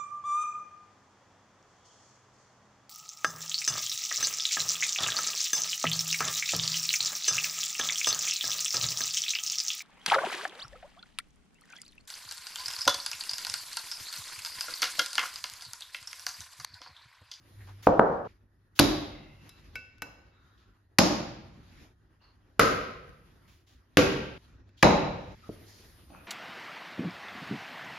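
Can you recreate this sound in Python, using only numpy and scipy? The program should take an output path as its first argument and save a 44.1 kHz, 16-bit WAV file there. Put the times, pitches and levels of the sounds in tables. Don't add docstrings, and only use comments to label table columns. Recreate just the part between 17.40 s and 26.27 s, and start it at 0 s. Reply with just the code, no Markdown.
import sys
import numpy as np
from scipy import signal
from scipy.fft import rfft, irfft
from scipy.io import wavfile
from scipy.ndimage import uniform_filter1d

SR = 44100
rng = np.random.default_rng(int(sys.argv[2]) if len(sys.argv) > 2 else 0)


def dump(signal):
    limited = np.clip(np.atleast_2d(signal).T, -1, 1)
    pcm = np.round(limited * 32767).astype(np.int16)
    wavfile.write(sys.argv[1], SR, pcm)


N = 391166


def gain_of(db):
    return 10 ** (np.asarray(db) / 20)


def evened(x):
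    return x / np.sqrt(np.mean(x ** 2) + 1e-20)


def scaled(x, db, length_s):
    return x * gain_of(db) / np.sqrt((x ** 2).sum() / (length_s * SR))


def read(points, hz):
    f, value = np.transpose(points)
    return np.interp(np.log(hz + 1), np.log(f + 1), value)


def octaves(hz, centre_hz):
    return np.log2((hz + 1) / centre_hz)


def colour(db_of):
    level_db = np.maximum(db_of(abs(np.fft.fftfreq(4096, 1 / SR))), -100)
    log_gain = np.log(gain_of(level_db))
    return np.fft.ifft(np.exp(np.conj(signal.hilbert(log_gain)))).real[:2048]


def ring(modes, t, best_hz, slope_db, damping=0.99, rise_s=0.0009):
    hz, db, t60 = np.transpose(modes)[:, :, None]
    level_db = db - slope_db * abs(np.log2(hz / best_hz)) - 60 * damping * t / t60
    sines = gain_of(level_db) * np.sin(2 * np.pi * hz * t)
    return sines.sum(0) * (1 - np.exp(-t / rise_s))


def add(mix, start_s, sound):
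    part = mix[:, round(start_s * SR):][:, :sound.shape[1]]
    part += sound[:, :part.shape[1]]


# t/s, half width/s, rise of level/dB
HUM_SWELLS = [(.3, 0.18, 20.5), (7.25, 0.16, 7.5), (8.201, 0.17, 12.5)]
HUM_HZ, HUM_DB = 100, -67


def hum():
    t = np.arange(N) / SR
    noise = rng.standard_normal((2, N))
    phase_waver, level_waver = evened(uniform_filter1d(uniform_filter1d(noise, 2500), 2500))
    phase = 2 * np.pi * HUM_HZ * t + 0.8 * phase_waver
    swell_db = sum(db * np.exp(-((t - at) / half) ** 4) for at, half, db in HUM_SWELLS)
    return gain_of(HUM_DB + swell_db + 0.83 * level_waver) * np.sin(phase)


# t/s, rustle movement/dB (shared out by FOLLOW), hiss rise/dB
MOVEMENT = [(0, 13.5, 14), (.2, 21, 24), (.44, 19.5, 16.5), (.9, 13.5, 9.5), (1.05, -5, -1),
            (1.4, 0.5, 2.5), (2.1, 20.5, 16), (2.4, 17.5, 11), (2.6, 4.5, -10), (3.1, 9.5, 6),
            (3.3, 6.5, 3), (3.45, -3, 0), (4.15, 15.5, 8.5), (4.45, 24.5, 18), (4.55, 0, -1),
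            (5.15, 6.5, 4), (5.9, 15, 15), (6.07, 11, 12), (6.5, 4, 3.5), (7.05, 16.5, 13.5),
            (7.24, 4, -9.5), (7.9, 22.5, 11), (8.15, 24, 25.5), (8.5, 19.5, 24), (8.87, 20.5, 25)]
STILL_LEVEL = [-66, -79, -87.5, -96]
FOLLOW = [.45, 0.51, 0.9]
# f/Hz, density/dB per Hz
AIR_COLOUR = [(20, -16), (50, -1.5), (75, -5.5), (150, -16), (300, -18), (480, -19.5), (710, -24),
              (2000, -23), (4900, -29), (7300, -36.5), (7950, -65), (9400, -31), (13200, -34.5),
              (16500, -71.5)]
# f/Hz, side level/dB
AIR_WIDTH = [(60, -19.5), (110, -15.5), (200, -6), (380, -10), (700, -4.5), (1290, 0), (2380, -6.5),
             (4400, -0.5), (8120, 0), (15000, -4.5)]


def rustle():
    frames, hz = N // 512 + 5, np.fft.rfftfreq(2048, 1 / SR)
    a, b, patches = rng.standard_normal((frames, 1025, 3, 2)).transpose(2, 3, 1, 0)
    patches = evened(uniform_filter1d(uniform_filter1d(patches[0], 30, 0), 5, 1))
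    flicker = evened(uniform_filter1d(rng.standard_normal(frames), 3))
    spectrum = (a + 1j * b) * gain_of(read(AIR_COLOUR, hz)[:, None] + 2.0 * patches + 1.5 * flicker)
    spectrum[1] *= gain_of(read(AIR_WIDTH, hz))[:, None]

    move_s, rustle_db, hiss_db = np.transpose(MOVEMENT)
    levels = np.array(STILL_LEVEL)[:, None] + [*np.outer(FOLLOW, rustle_db), hiss_db]
    band = np.digitize(hz, [400, 2000, 8300])
    t, out = np.arange(N) / SR, np.zeros((2, N))
    for k, db in enumerate(levels):
        in_band = spectrum * (band == k)[:, None]
        part = signal.istft(in_band, nperseg=2048, noverlap=1536)[1][:, :N]
        out += part / part[0].std() * gain_of(np.interp(t, move_s, db))
    return out


# f/Hz, t60/s
ROOM_DECAY = [(60, 1.7), (160, 0.52), (420, 0.83), (1100, 0.78), (2910, 0.86), (7680, 0.52)]
# f/Hz, level/dB
ROOM_COLOUR = [(40, 0), (150, 3.5), (500, 5), (1500, -2.5), (4000, 0), (7000, 3), (10000, 1), (14000, -6),
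               (15000, -24)]
# t/s, relative level/dB
WALLS = [(.009, -3.5), (.0175, -1), (.021, 2), (.027, -5.5), (.038, -0.5), (.052, -7)]
# f/Hz, level/dB
MID_DIP = [(7300, 1.5), (7900, -18), (9000, -28), (9600, -1)]
# f/Hz, side over mid/dB
ECHO_WIDTH = [(60, -21.5), (110, -15), (200, -9), (380, -6), (700, -2), (1290, 2.5), (2380, -2.5),
              (4400, 1), (8120, 2.5), (15000, -10)]


def room():
    size = SR * 3 // 2
    t = np.arange(size) / SR
    build_up = np.clip(t / 0.0098, 0, 1) ** 0.5
    tail = rng.standard_normal((2, size)) * build_up / np.sqrt(0.025 * SR)
    for k, (echo_s, db) in enumerate(WALLS):
        tail[:, round(echo_s * SR)] += gain_of(db - 10.0) * np.array([1, .5 * (-1) ** k])
    hz, t, z = signal.stft(tail, SR, nperseg=256, noverlap=192)
    z = z * gain_of(-60 * t / read(ROOM_DECAY, hz)[:, None])
    tail = signal.istft(z, SR, nperseg=256, noverlap=192)[1][:, :size]
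    mid = colour(lambda f: read(ROOM_COLOUR, f) + read(MID_DIP, f))
    side = colour(lambda f: read(ROOM_COLOUR, f) + read(ECHO_WIDTH, f))
    return signal.oaconvolve(tail, [mid, side], axes=1)[:, :size]


# f/Hz, side over mid/dB
DIRECT_WIDTH = [(60, -10.5), (110, -11.5), (200, -22.5), (380, -15), (700, -14.5), (1290, -12.5),
                (2380, -18), (4400, -14), (8120, 4.5), (15000, -7.5)]


def placed(near, sent, hall, stop_s):
    width = colour(lambda f: read(DIRECT_WIDTH, f))
    side = signal.oaconvolve(signal.hilbert(near).imag, width)[:len(near)]
    out = signal.fftconvolve(sent[None], hall, axes=1)
    out[:, :len(near)] += [near, side]
    t = np.arange(out.shape[1]) / SR
    return out * np.clip((stop_s - t) / 0.0017, 0, 1)


# t/s, nominal length/s, centre f/Hz,
# narrowness/dB per octave, level/dB
SCUFFS = [(0.204, 0.038, 1840, 30, -60), (0.27, 0.053, 890, 7.5, -57.5), (0.423, 0.081, 1989, 4, -54),
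          (0.841, 0.084, 2440, 13, -68.5), (1.351, 0.18, 3500, 4.5, -56), (1.712, 0.58, 2700, 104, -69),
          (1.703, 0.31, 2090, 108.5, -65.5), (2.906, 0.49, 1364, 26.5, -72.5),
          (2.914, 0.32, 3780, 113, -80), (3.17, 0.11, 3500, 15.5, -74), (4.81, 0.13, 4400, 71, -72),
          (4.796, .15, 2800, 73, -77), (4.803, 0.18, 1000, 10.5, -70.5), (6.071, 0.14, 2500, 5.5, -69),
          (6.264, 0.12, 3500, 8.5, -69), (7.04, .16, 1300, 25, -74), (7.367, 0.18, 3500, 11, -64),
          (8.023, 0.12, 1284, 77, -63.5), (8.255, 0.27, 4800, 13.5, -63), (8.726, 0.15, 2540, 81.5, -65),
          (8.495, 0.55, 67.1, 37, -61.5), (8.713, 0.25, 1400, 25, -65.5)]


def scuff(row, chance):
    _, length_s, centre_hz, narrow_db, db = row
    u = np.arange(chance.shape[1]) / SR / length_s
    stroke = np.clip(u / 0.083, 0, 1) * np.clip((1.3 - u) / 0.95, 0, 1)
    grain = gain_of(1.0 * evened(uniform_filter1d(chance[2], 200)))
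    hz = np.fft.rfftfreq(len(u), 1 / SR)
    mid_side_db = np.array([read(MID_DIP, hz), read(AIR_WIDTH, hz)])
    shape_db = -narrow_db * abs(octaves(hz, centre_hz)) + mid_side_db
    noise = irfft(rfft(chance[:2]) * gain_of(shape_db), len(u))
    return gain_of(db) * noise / noise[0].std() * grain * stroke


# t/s, tick level/dB, tick colour f/Hz, ring level/dB, best excited f/Hz,
# fall-off around it/dB per octave, damping/factor
CLINKS = [(2.092, -51, 9700, -46.5, 3990, 25.5, 0.87), (2.355, -41.5, 2500, -33, 2295, 7.5, 2.05),
          (2.582, -64.5, 2995, -60, 2970, 7, 4.06), (2.620, -35.5, 1964, -33.5, 5150, 1.5, 3.9),
          (7.291, -72.5, 3080, -62, 3054, 6.5, 8.9)]
# f/Hz, level/dB, t60/s (at damping 1)
BLADE = [(1290, -16, 0.13), (1495, -1.5, 0.6), (2234, 1, 0.15), (2300, -9, 0.22), (2635, -6, 0.54),
         (2740, -17, 0.78), (3500, -15, 0.061), (3970, -14, .2), (3850, -18, 0.17), (5150, -5, 0.17),
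         (6100, -20.5, 0.22), (6200, -21, .2), (7540, -19.5, 0.18), (9980, -6, 0.054), (11400, 0, .06),
         (13400, -5, 0.091)]
# f/Hz, density/dB per Hz
BONE = [(410, -25), (700, -10.5), (1160, 3), (2560, -2.5), (3160, -5.5), (5090, -6), (6200, -12.5),
        (6540, -10), (7660, -22), (8300, -27.5), (11400, -15.5), (14500, -33), (16500, -57.5)]


def clink(row, chance, hall):
    _, tick_db, tick_hz, ring_db, best_hz, slope_db, damping = row
    t = np.arange(SR) / SR
    tint = colour(lambda f: 0.72 * read(BONE, f) - 4 * abs(octaves(f, tick_hz)))
    tick = signal.oaconvolve(chance * np.exp(-t / 0.0035), tint)[:SR]
    ringing = gain_of(ring_db) * ring(BLADE, t, best_hz, slope_db, damping, rise_s=0.001)
    near = scaled(tick, tick_db, .004) + ringing
    return placed(near, gain_of(-15.0) * near, hall, 2.5)


def splinters(chance, tint, length_s):
    t = np.arange(len(chance[0])) / SR
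    attack = np.clip(t / 0.0004, 0, 1) ** 2
    burst = attack * (np.exp(-np.maximum(t - length_s, 0) / 0.002) + 0.12 * np.exp(-t / 0.013))
    spiky = chance[0] * gain_of(3.3 * chance[1])
    return signal.oaconvolve(spiky * burst, tint)[:len(t)]


def wood_knock(size, lag_s, knock_hz, narrow_db):
    wood = colour(lambda f: -narrow_db * abs(octaves(f, knock_hz)) ** 1.4
                  - 35 * np.maximum(octaves(f, 1550), 0))
    hz = np.fft.rfftfreq(size, 1 / SR) + 1
    slower = np.exp(-2j * np.pi * (lag_s * hz + 2.5 * np.log(1 + hz / 300)))
    return irfft(rfft(wood, size) * slower, size)


# f/Hz, level/dB, t60/s (at damping 1)
BLOCK = [(184.7, 0.5, 0.073), (223, 3, .06), (294, 6.5, 0.04), (382.5, -3, 0.068), (468, 5.5, 0.024),
         (590, 4, 0.012)]
ECHO_STOPS = [.875, 6.075, 6.98, 7.95]
GRIP = 18


def blow(s, crack_db, crack_hz, tilt_db, length_s, crack_echo_db, steel, lag_s, slope_db, thud_db,
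         knock_db, knock_hz, narrow_db, block_db, block_hz, echo_db, chance):
    stop_s = min([stop - s for stop in ECHO_STOPS if stop > s] + [N / SR])
    t = np.arange(len(chance[0])) / SR
    after = np.maximum(t - lag_s, 0)
    tint = colour(lambda f: read(BONE, f) + tilt_db * np.log2(np.clip(f / 6000, 1, 2))
                  + 6 * np.exp(-(octaves(f, crack_hz) / .5) ** 2))
    crack = scaled(splinters(chance, tint, length_s), crack_db, length_s)
    knock = scaled(wood_knock(len(t), lag_s, knock_hz, narrow_db), knock_db, 0.0075)
    block = gain_of(block_db) * ring(BLOCK, after, block_hz, slope_db)
    floor = [(48.7, -8.5, .2), (67.3, -4.0, 0.18), (111.4, -2.5, 0.15), (155, 0.5, 0.082)]  # f/Hz, dB, t60/s
    thud = gain_of(thud_db) * ring(floor, after, 100, 0, rise_s=0.007)
    blade = steel * ring(BLADE, t, 3830, 70, damping=GRIP)
    sent = gain_of(echo_db) * (knock + block + gain_of(-4.0) * thud) + blade
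    sent[:len(tint)] += scaled(tint, crack_db + crack_echo_db, length_s)
    return placed(crack + knock + block + thud + blade, sent, room(), stop_s)


# t/s, click level/dB, floor thud/dB, knock level/dB, knock f/Hz,
# knock narrowness/dB at one octave, block level/dB, block best f/Hz, echo of the wood/dB
BUMPS = [(0.4682, -35, -24, -11, 602, 10, -19, 431, -10),
         (0.592, -46, -31.5, -10.5, 645, 6, -18.5, 600, -10.5),
         (2.354, -81.5, -69.5, -57, 541, 16.5, -57.5, 452.7, -10.5),
         (2.62, -76, -49, -45, 805, 8.5, -48.5, 302.4, -8.5),
         (8.091, -79, -65, -38, 415, 29, -36.5, 305, -16.5), (8.7, -65, -59.5, -57.5, 675, 28, -56, 298, 0),
         (8.746, -79, -72, -52, 1050, 11, -70, 300, -6)]
CLICK_HZ, CLICK_TILT_DB, CLICK_S, CLICK_ECHO_DB = 2500, -5, .005, -11
BUMP_LAG_S, BUMP_SLOPE_DB = 0.0011, 2.5


def bump(row, chance):
    s, click_db, *wood = row
    return blow(s, click_db, CLICK_HZ, CLICK_TILT_DB, CLICK_S, CLICK_ECHO_DB, 0,
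                BUMP_LAG_S, BUMP_SLOPE_DB, *wood, chance)


# t/s, crack level/dB, crack colour f/Hz, sizzle/dB per octave from 6 to 12 kHz, crack length/s,
# echo of crack/dB, blade ring/dB, thump lag/s, block narrowness/dB per octave, floor thud/dB, knock level/dB,
# knock f/Hz, knock narrowness/dB at one octave, block level/dB, block best f/Hz, echo of the wood/dB
CHOPS = [(1.391, -12.5, 4300, 11, 0.0063, -11, -5, 0.0065, 28, -18.5, -22.5, 709, 14.5, -11.5, 287, -7),
         (3.585, -11.5, 5540, 5, 0.0047, -9, -25.5, 0.0051, 22, -29, -21.5, 700, 12, -12.5, 260, -4.5),
         (5.194, -16.5, 1964, 7.5, 0.0054, -4.5, -30.5, 0.00048, 12, -32.5, -17.5, 1314, 42.5, -16, 470, -2.5),
         (6.5704, -8, 2630, 4.5, 0.0011, -6, -27.5, 0.0012, 11.5, -25.5, -22, 1515, 42.5, -10.5, 400, -5),
         (7.4265, -12.5, 2150, -3, 0.006, -9, -1.5, 0.0042, 4, -22, -17, 780, 13.5, -16, 350, -0.5)]


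def chop(row, chance):
    s, crack_db, crack_hz, tilt_db, length_s, crack_echo_db, blade_db, *wood = row
    return blow(s, crack_db, crack_hz, tilt_db, length_s, crack_echo_db, gain_of(blade_db), *wood, chance)


def scene():
    hall, mix = room(), rustle()
    mix[0] += hum()
    for row, chance in zip(SCUFFS, rng.standard_normal((len(SCUFFS), 3, SR // 2))):
        add(mix, row[0], scuff(row, chance))
    for row, chance in zip(CLINKS, rng.standard_normal((len(CLINKS), SR))):
        add(mix, row[0], clink(row, chance, hall))
    for source, table in ((bump, BUMPS), (chop, CHOPS)):
        for row, chance in zip(table, rng.standard_normal((len(table), 2, SR // 2))):
            add(mix, row[0], source(row, chance))
    mid, side = mix
    return np.array([mid + side, mid - side])


EDGE_HZ = 16300


def record(dry):
    firm = signal.sosfilt(signal.butter(3, 40, "high", fs=SR, output="sos"), dry)
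    held = 1.166 * np.tanh(firm / 1.073)
    lowpass = signal.firwin(511, EDGE_HZ, window=("kaiser", 9), fs=SR)
    return signal.oaconvolve(held, lowpass[None], "same")


dry = scene()
out = record(dry)
dump(out)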